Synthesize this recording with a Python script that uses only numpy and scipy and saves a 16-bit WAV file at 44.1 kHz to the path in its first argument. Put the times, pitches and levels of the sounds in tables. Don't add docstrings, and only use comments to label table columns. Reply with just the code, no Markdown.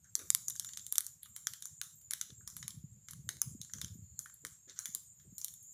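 import sys
import numpy as np
from scipy import signal
from scipy.fft import rfft, irfft, next_fast_len
from scipy.io import wavfile
from scipy.ndimage import uniform_filter1d, map_coordinates

SR = 44100
rng = np.random.default_rng(int(sys.argv[2]) if len(sys.argv) > 2 else 0)


def bounce(signal):
    frames = np.transpose(np.atleast_2d(signal))
    limited = np.clip(frames, -1, 1)
    pcm = np.round(limited * 32767).astype(np.int16)
    wavfile.write(sys.argv[1], SR, pcm)


N = 252693

# (frequency [Hz], gain [dB])
BOX_TONE = [(250, -14), (480, 4), (750, -5), (1100, 5.5), (1700, 1.5), (2300, -6), (2620, -16),
            (3000, -2.5), (3600, 4), (5000, -9.5), (6200, -2), (8400, -9.5), (10500, -0.5), (15300, -3),
            (15700, -23.5), (16400, -26)]
# (time [s], energy [dB], woody knock [dB], snap [dB], brightness [dB], echo relative to pop [dB])
SAP_POPS = [(0.0435, -37, -28, -39, -16, -1), (0.1535, -2.5, -25, -23.5, -4.5, -13),
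            (0.192, -22.5, -9.5, -11, -5, 1.5), (0.3035, 2.5, -25, -14, -3, -19),
            (0.349, 1, -23, -11.5, -1, -16), (0.483, -7, -27.5, -27, -6.5, -12.5),
            (0.4995, -15, -24, -24, 2, -9.5), (0.5046, -17, -20.5, -16, -8, -10.5),
            (0.5552, -26.5, -3, -11, 7, -13), (0.5621, -20, -36, -16.5, -8, -4),
            (0.5971, -8.5, -16.5, -11.5, -2.5, -11), (0.6468, -19.5, -13, -11, -1.5, -6),
            (0.6898, -24, -6, -11, -6, -6), (0.7348, -22.5, -24, -6, -8, -6.5),
            (0.7732, -15.5, -17, -9.5, -8, -6.5), (0.7949, -25, -17, -2, -7.5, -13),
            (0.8657, -18, -31, -15, -3.5, -8.5), (0.9247, -5.5, -26, -21, 3.5, -13.5),
            (0.9564, -12.5, -20, -11.5, -1.5, -9), (0.9823, 2, -19, -12, 0, -14.5),
            (1.0067, -12, -23, -8.5, 5.5, -12), (1.0445, -28, -36, -20, 1, 2),
            (1.0662, -15, -30, -20, -2, -11), (1.2318, -21.5, -16, 4.5, 13, -18),
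            (1.259, -32.5, 6, -7, 2, -3), (1.3635, -18.5, -11.5, -14.5, -0.5, -5),
            (1.4706, -5.5, -10, -12, -6, -12.5), (1.536, -20.5, -4.5, -1, 0.5, -5.5),
            (1.605, -37, -31, -19, 8, -4), (1.6239, -18.5, -26, -15.5, -7, -6.5),
            (1.6557, -16.5, -23.5, -28, -4.5, -8), (1.8146, -11.5, -8.5, -5, -2.5, -8.5),
            (1.8329, -29, -36, -12, -4, 5.5), (2.0146, -39, -19, -16.5, -1, -4.5),
            (2.109, -9.5, -22.5, -16.5, -6, -7), (2.1183, -24, -14, -21, 1, -6),
            (2.1354, -9, -16.5, -8.5, -2, -11), (2.2131, -8.5, -13, -7, -5, -9),
            (2.304, -29, -5.5, -3.5, -8, -12), (2.4082, -42, 14.5, -31, -5.5, -3),
            (2.4763, -17.5, -19, -16.5, -3.5, -4.5), (2.5009, -27.5, -16, -20, -7, -5),
            (2.567, -18.5, -14, -14.5, -0.5, -4), (2.628, -20.5, 1, -1.5, -10, -5),
            (2.68, -13, -12, -11, 0, -9.5), (2.7063, -24.5, -40, -4.5, -4, -6),
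            (3.0856, -23.5, -3, -9, -9.5, -4), (3.1092, -21.5, -31.5, -20, -1.5, -4.5),
            (3.134, -25.5, -9.5, -7.5, -4, -15.5), (3.2906, -9.5, -10.5, -7, -4.5, -7),
            (3.4172, -1.5, -24, -25, -1.5, -13.5), (3.6152, -18, -24, -7, -5, -5.5),
            (3.648, -28, -19, -16, -9, -11), (3.697, -34.5, 7, -7, -20, -6),
            (3.7362, -14, -9.5, -15.5, -7.5, -6.5), (3.7842, -25.5, -3, -14, -9, -5),
            (3.8154, -14, -12.5, -3.5, -5.5, -5.5), (3.8462, -16.5, -8.5, -3, -1.5, -13),
            (4.1913, -11.5, -21.5, -36, -7, -9), (4.259, -25, 11, -7.5, 0.5, -6.5),
            (4.2982, -34, 2, -9, -9, -18), (4.3415, -30, -44, -8, 16, -7),
            (4.45, -15.5, -3, -13, -0.5, -7.5), (4.468, -23, -17, -13, -5, -7),
            (4.6969, -26, -10, -2, -17.5, -1), (4.79, -11.5, -14.5, -21.5, -5, -7),
            (4.857, -12.5, -18, -15.5, -1.5, -5.5), (4.9493, -8.5, -25.5, -19.5, -3, -9.5),
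            (5.1983, -43.5, -2, -6, -8.5, -3), (5.382, -17.5, -34, -21, 0, -3),
            (5.4151, -19, -34, -15.5, -8, -5), (5.4458, -9.5, -31, -10.5, 2.5, -10),
            (5.4823, -21, -30, -5, -3, -11), (5.5392, -26.5, -27, -14.5, 6, -8),
            (5.628, -33.5, -48, -24, 8, 0.5)]
def sap_pops():
    out, t = np.zeros(N + SR), np.arange(SR // 40) / SR
    hz = np.fft.rfftfreq(1024, 1 / SR)
    box_db = along(BOX_TONE, hz)
    for time, db, *wood_db, echo_db in SAP_POPS:
        noise, echo_noise = rng.standard_normal(len(t)), rng.standard_normal(SR // 2)
        echo_noise *= 1 + 8 * (rng.random(len(echo_noise)) < 30 / SR)
        ring_db = unit(uniform_filter1d(uniform_filter1d(rng.standard_normal(len(hz)), 9), 7))
        tear_ms = max(3.5 - 0.32 * db, 1)
        tear = 0.27 * noise * amp(-60e3 * t / tear_ms)
        tear[0] = 1.1
        twig_db = twig_tone(*wood_db, hz)
        crack = np.convolve(tear, impulse_response(box_db + twig_db + 2.3 * ring_db))
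        crack *= amp(db) / np.linalg.norm(crack)
        echo_tone = impulse_response(0.73 * box_db + 0.68 * twig_db + 3.4 * ring_db)
        wash = signal.fftconvolve(echo_tone, echoes(echo_noise))
        wash *= amp(db + echo_db) / np.linalg.norm(wash)
        start = round(time * SR)
        out[start:][:len(crack)] += crack
        out[start + 50:][:len(wash)] += wash
    return out[:N]


def twig_tone(knock_db, snap_db, bright_db, hz):
    return along([(520, -44), (1500, knock_db), (3700, snap_db), (6800, -1 - 0.77 * bright_db),
                  (10500, -1.5 + bright_db), (14000, -13 + 0.94 * bright_db)], hz)


# (frequency [Hz], time to fall 60 dB [s])
ECHO_FADES = [(900, 0.52), (3000, 0.52), (7000, 1), (11000, 0.64), (15000, 0.53)]
def echoes(noise, gate_close_s=0.08):
    hz, t, spectrum = signal.stft(noise, SR, nperseg=128)
    bushes = amp(-60 * t / along(ECHO_FADES, hz)[:, None] - (t / gate_close_s) ** 4)
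    ground = 1.7 * amp(-60 * t / 0.09)
    tail = signal.istft(spectrum * (bushes + ground), SR, nperseg=128)[1]
    return tail / np.linalg.norm(tail)


# (time [s], level [dB], woody knock [dB], snap [dB], brightness [dB])
STEAM_SPURTS = [(0.039, -69, 19, -1, -2), (1.222, -55, -9, 13, 15), (4.675, -56.5, 10.5, 4.5, -18),
                (4.758, -53.5, 3.5, -4, -24), (5.193, -71, 8, 4.5, -13.5)]
def steam_sizzles(fade_s=0.042):
    out, t = np.zeros(N), np.arange(N) / SR
    for time, db, *wood_db in STEAM_SPURTS:
        age = np.clip((t - time) / fade_s, 0, None)
        swell = 5 * age / (1 + 5 * age) * np.exp(-age ** 2)
        tone = lambda f: amp(0.8 * along(BOX_TONE, f) + twig_tone(*wood_db, f))
        out += amp(db + 1.9 * wobble(140)) * swell * shaped_noise(tone, patchy_db=3)
    return out


def steam_whistle(pitch_hz=4280, width_hz=150):
    jet = shaped_noise(lambda f: 1 / (1 + (2 * (f - pitch_hz) / width_hz) ** 2), patchy_db=-1.5)
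    return amp(-86 + 4 * wobble(25)) * held(start=4.03, length=0.34, edge=0.03) * jet


# (time [s], level [dB])
BUZZ_LET_THROUGH = [(0.0, -69), (0.17, -64), (0.33, -56), (0.94, -54), (1.16, -59), (1.63, -57),
                    (2.15, -65.5), (2.59, -54.5), (2.79, -65), (2.98, -69), (3.54, -57), (4.02, -62.5),
                    (4.72, -62), (4.91, -55.5), (5.22, -63), (5.41, -60), (5.55, -56.5), (5.73, -55.5)]
# (pitch [Hz], width [Hz], relative level [dB])
INSECT_BUZZES = [(6557, 99, -4.5), (6890, 210, -18), (7045, 340, 3.5), (7510, 280, 0), (8116, 140, -10),
                 (13500, 520, -10.5)]
def insects():
    chorus = np.zeros(N)
    for pitch, width, db in INSECT_BUZZES:
        loudness = amp(db + 3.5 * wobble(18) + 2.2 * wobble(4))
        band = lambda f: 1 / (1 + (2 * (f - pitch) / width) ** 4)
        chorus += loudness * shaped_noise(band, patchy_db=2.5)
    return level_curve(BUZZ_LET_THROUGH) * unit(chorus)


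# (time [s], level [dB])
CALM_LEVELS = [(0, -71.5), (.2, -71), (.35, -64.5), (1, -71.5), (2.2, -69.5), (3, -66.5), (4.12, -67),
               (4.38, -74.5), (4.55, -71.5), (5.2, -71), (5.73, -71)]
# (start [s], length [s], level [dB])
WIND_GUSTS = [(2.3, 0.2, -65), (2.531, 0.3, -60.5), (2.857, 0.13, -65), (3.105, 0.12, -59),
              (3.242, 0.15, -59.5), (3.457, .16, -58), (3.737, 0.146, -54), (3.904, 0.147, -59.5),
              (4.45, 0.088, -68.5), (5.26, 0.14, -65)]
# (frequency [Hz], gain [dB])
RUMBLE_TONE = [(15, -19), (25, -36.5), (46, -6), (74, 2.5), (130, 5), (202, -4), (282, -27), (400, -31.5),
               (520, -49), (880, -120)]
# (frequency [Hz], gain [dB])
RUSTLE_TONE = [(180, -27.5), (270, -2), (450, -3), (620, -11.5), (800, -25)]
def breeze(low_hz=55, high_hz=600):
    gusts = sum(amp(db) * held(start, length, edge=0.018) for start, length, db in WIND_GUSTS)
    flow = level_curve(CALM_LEVELS) + gusts
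    lumps = amp(1.56 * wobble(30))
    rumble = unit(lumps * shaped_noise(lambda f: amp(along(RUMBLE_TONE, f)), patchy_db=-3.5))
    rustle = unit(lumps * shaped_noise(lambda f: amp(along(RUSTLE_TONE, f)), patchy_db=2))
    air = flow * (rumble + amp(-25) * rustle) + puff_strength() * rustle + wind_thumps()
    return filtered(air, lambda f: 1 / np.sqrt((1 + (f / high_hz) ** 4) * (1 + (low_hz / (f + 1)) ** 4)))


# (time [s], level [dB], final pitch [Hz])
AIR_SWIRLS = [(2.316, -47.5, 133), (2.599, -57, 142), (2.738, -48, 129), (2.766, -47.5, 118),
              (2.834, -40.5, 132), (2.91, -51.5, 93), (3.186, -45.5, 120.5), (3.265, -44.5, 105),
              (3.465, -39, 118), (3.508, -48.5, 143), (3.545, -43.5, 197), (3.595, -49, 133),
              (3.749, -48, 155), (3.834, -45.5, 167), (3.914, -53, 92), (3.949, -47.5, 174),
              (3.983, -44.5, 130), (4.029, -57.5, 100), (4.883, -56.5, 171), (5.269, -56, 152),
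              (5.319, -50.5, 167)]
def wind_thumps(swell_cycles=0.6):
    out, t = np.zeros(N + SR), np.arange(SR // 8) / SR
    for time, db, hz in AIR_SWIRLS:
        age = t * hz / swell_cycles
        swell = age ** 3.15 * np.exp(1.5 - 1.77 * age)
        cycles = hz * t + 0.63 * (1 - np.exp(-1.5 * age)) + rng.random()
        out[round(time * SR) + 150:][:len(t)] += amp(db) * swell * np.sin(2 * np.pi * cycles)
    return out[:N]


# (time [s], level [dB], fade time [s])
AIR_PUFFS = [(.176, -56.5, 0.064), (0.476, -70.5, 0.021), (2.294, -65, 0.021), (3.264, -66.5, 0.12),
             (3.533, -86, 0.12), (3.734, -81, 0.089), (4.433, -57.5, 0.035), (4.67, -63, 0.037),
             (4.936, -68.5, 0.033), (5.244, -72, 0.045)]
def puff_strength(rise_s=0.005):
    out, t = np.zeros(N), np.arange(N) / SR
    for time, db, fade_s in AIR_PUFFS:
        age = np.clip(t - time, 0, None)
        out += amp(db) * (1 - np.exp(-age / rise_s)) * np.exp(-(age / fade_s) ** 2)
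    return out


# (frequency [Hz], gain [dB])
HISS_TONE = [(150, -42.5), (250, -11.5), (394, -25), (487, -13.5), (560, -18.5), (5470, -21), (6400, -14),
             (8040, -18), (8630, -20), (13800, -13), (16500, -51.5)]
def hiss():
    return amp(-78.5 + 0.33 * wobble(4.8)) * shaped_noise(lambda f: amp(along(HISS_TONE, f)), patchy_db=0)


def amp(db):
    return 10 ** (np.asarray(db) / 20)


def unit(x):
    return x / np.sqrt(np.mean(x ** 2) + 1e-20)


def along(points, hz):
    freqs, values = np.transpose(points)
    return np.interp(np.log(hz + 1), np.log(freqs + 1), values)


def level_curve(points):
    return amp(np.interp(np.arange(N) / SR, *np.transpose(points)))


def wobble(rate):
    return map_coordinates(rng.standard_normal(int(N * 200 / SR) + 4), [np.arange(N) * rate / SR])


def held(start, length, edge):
    t = np.arange(N) / SR
    inside = np.minimum(t - start, start + length - t)
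    return np.sin(np.pi / 2 * np.clip(inside / edge + 0.5, 0, 1)) ** 2


def filtered(x, tone):
    size = next_fast_len(N + SR // 2)
    return irfft(rfft(x, size) * tone(np.fft.rfftfreq(size, 1 / SR)), size)[..., :N]


def impulse_response(gain_db):
    cepstrum = irfft(gain_db * np.log(10) / 20)
    half = len(cepstrum) // 2
    cepstrum[1:half] *= 2
    cepstrum[half + 1:] = 0
    return irfft(np.exp(rfft(cepstrum)))[:half]


def shaped_noise(tone, patchy_db):
    spectrum = signal.stft(rng.standard_normal(N), nperseg=512)[2]
    patches = uniform_filter1d(rng.standard_normal(spectrum.shape), size=3, axis=0)
    patches = unit(uniform_filter1d(patches, size=6, axis=1))
    noise = signal.istft(spectrum * amp(patchy_db * patches), nperseg=512)[1][:N]
    return unit(filtered(noise, tone))


def scene():
    return (sap_pops() + steam_sizzles() + insects() + breeze() + hiss() + steam_whistle())[None]


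def record(dry, top_hz=16672):
    return filtered(dry, lambda hz: hz < top_hz)


dry = scene()
out = record(dry)
bounce(out)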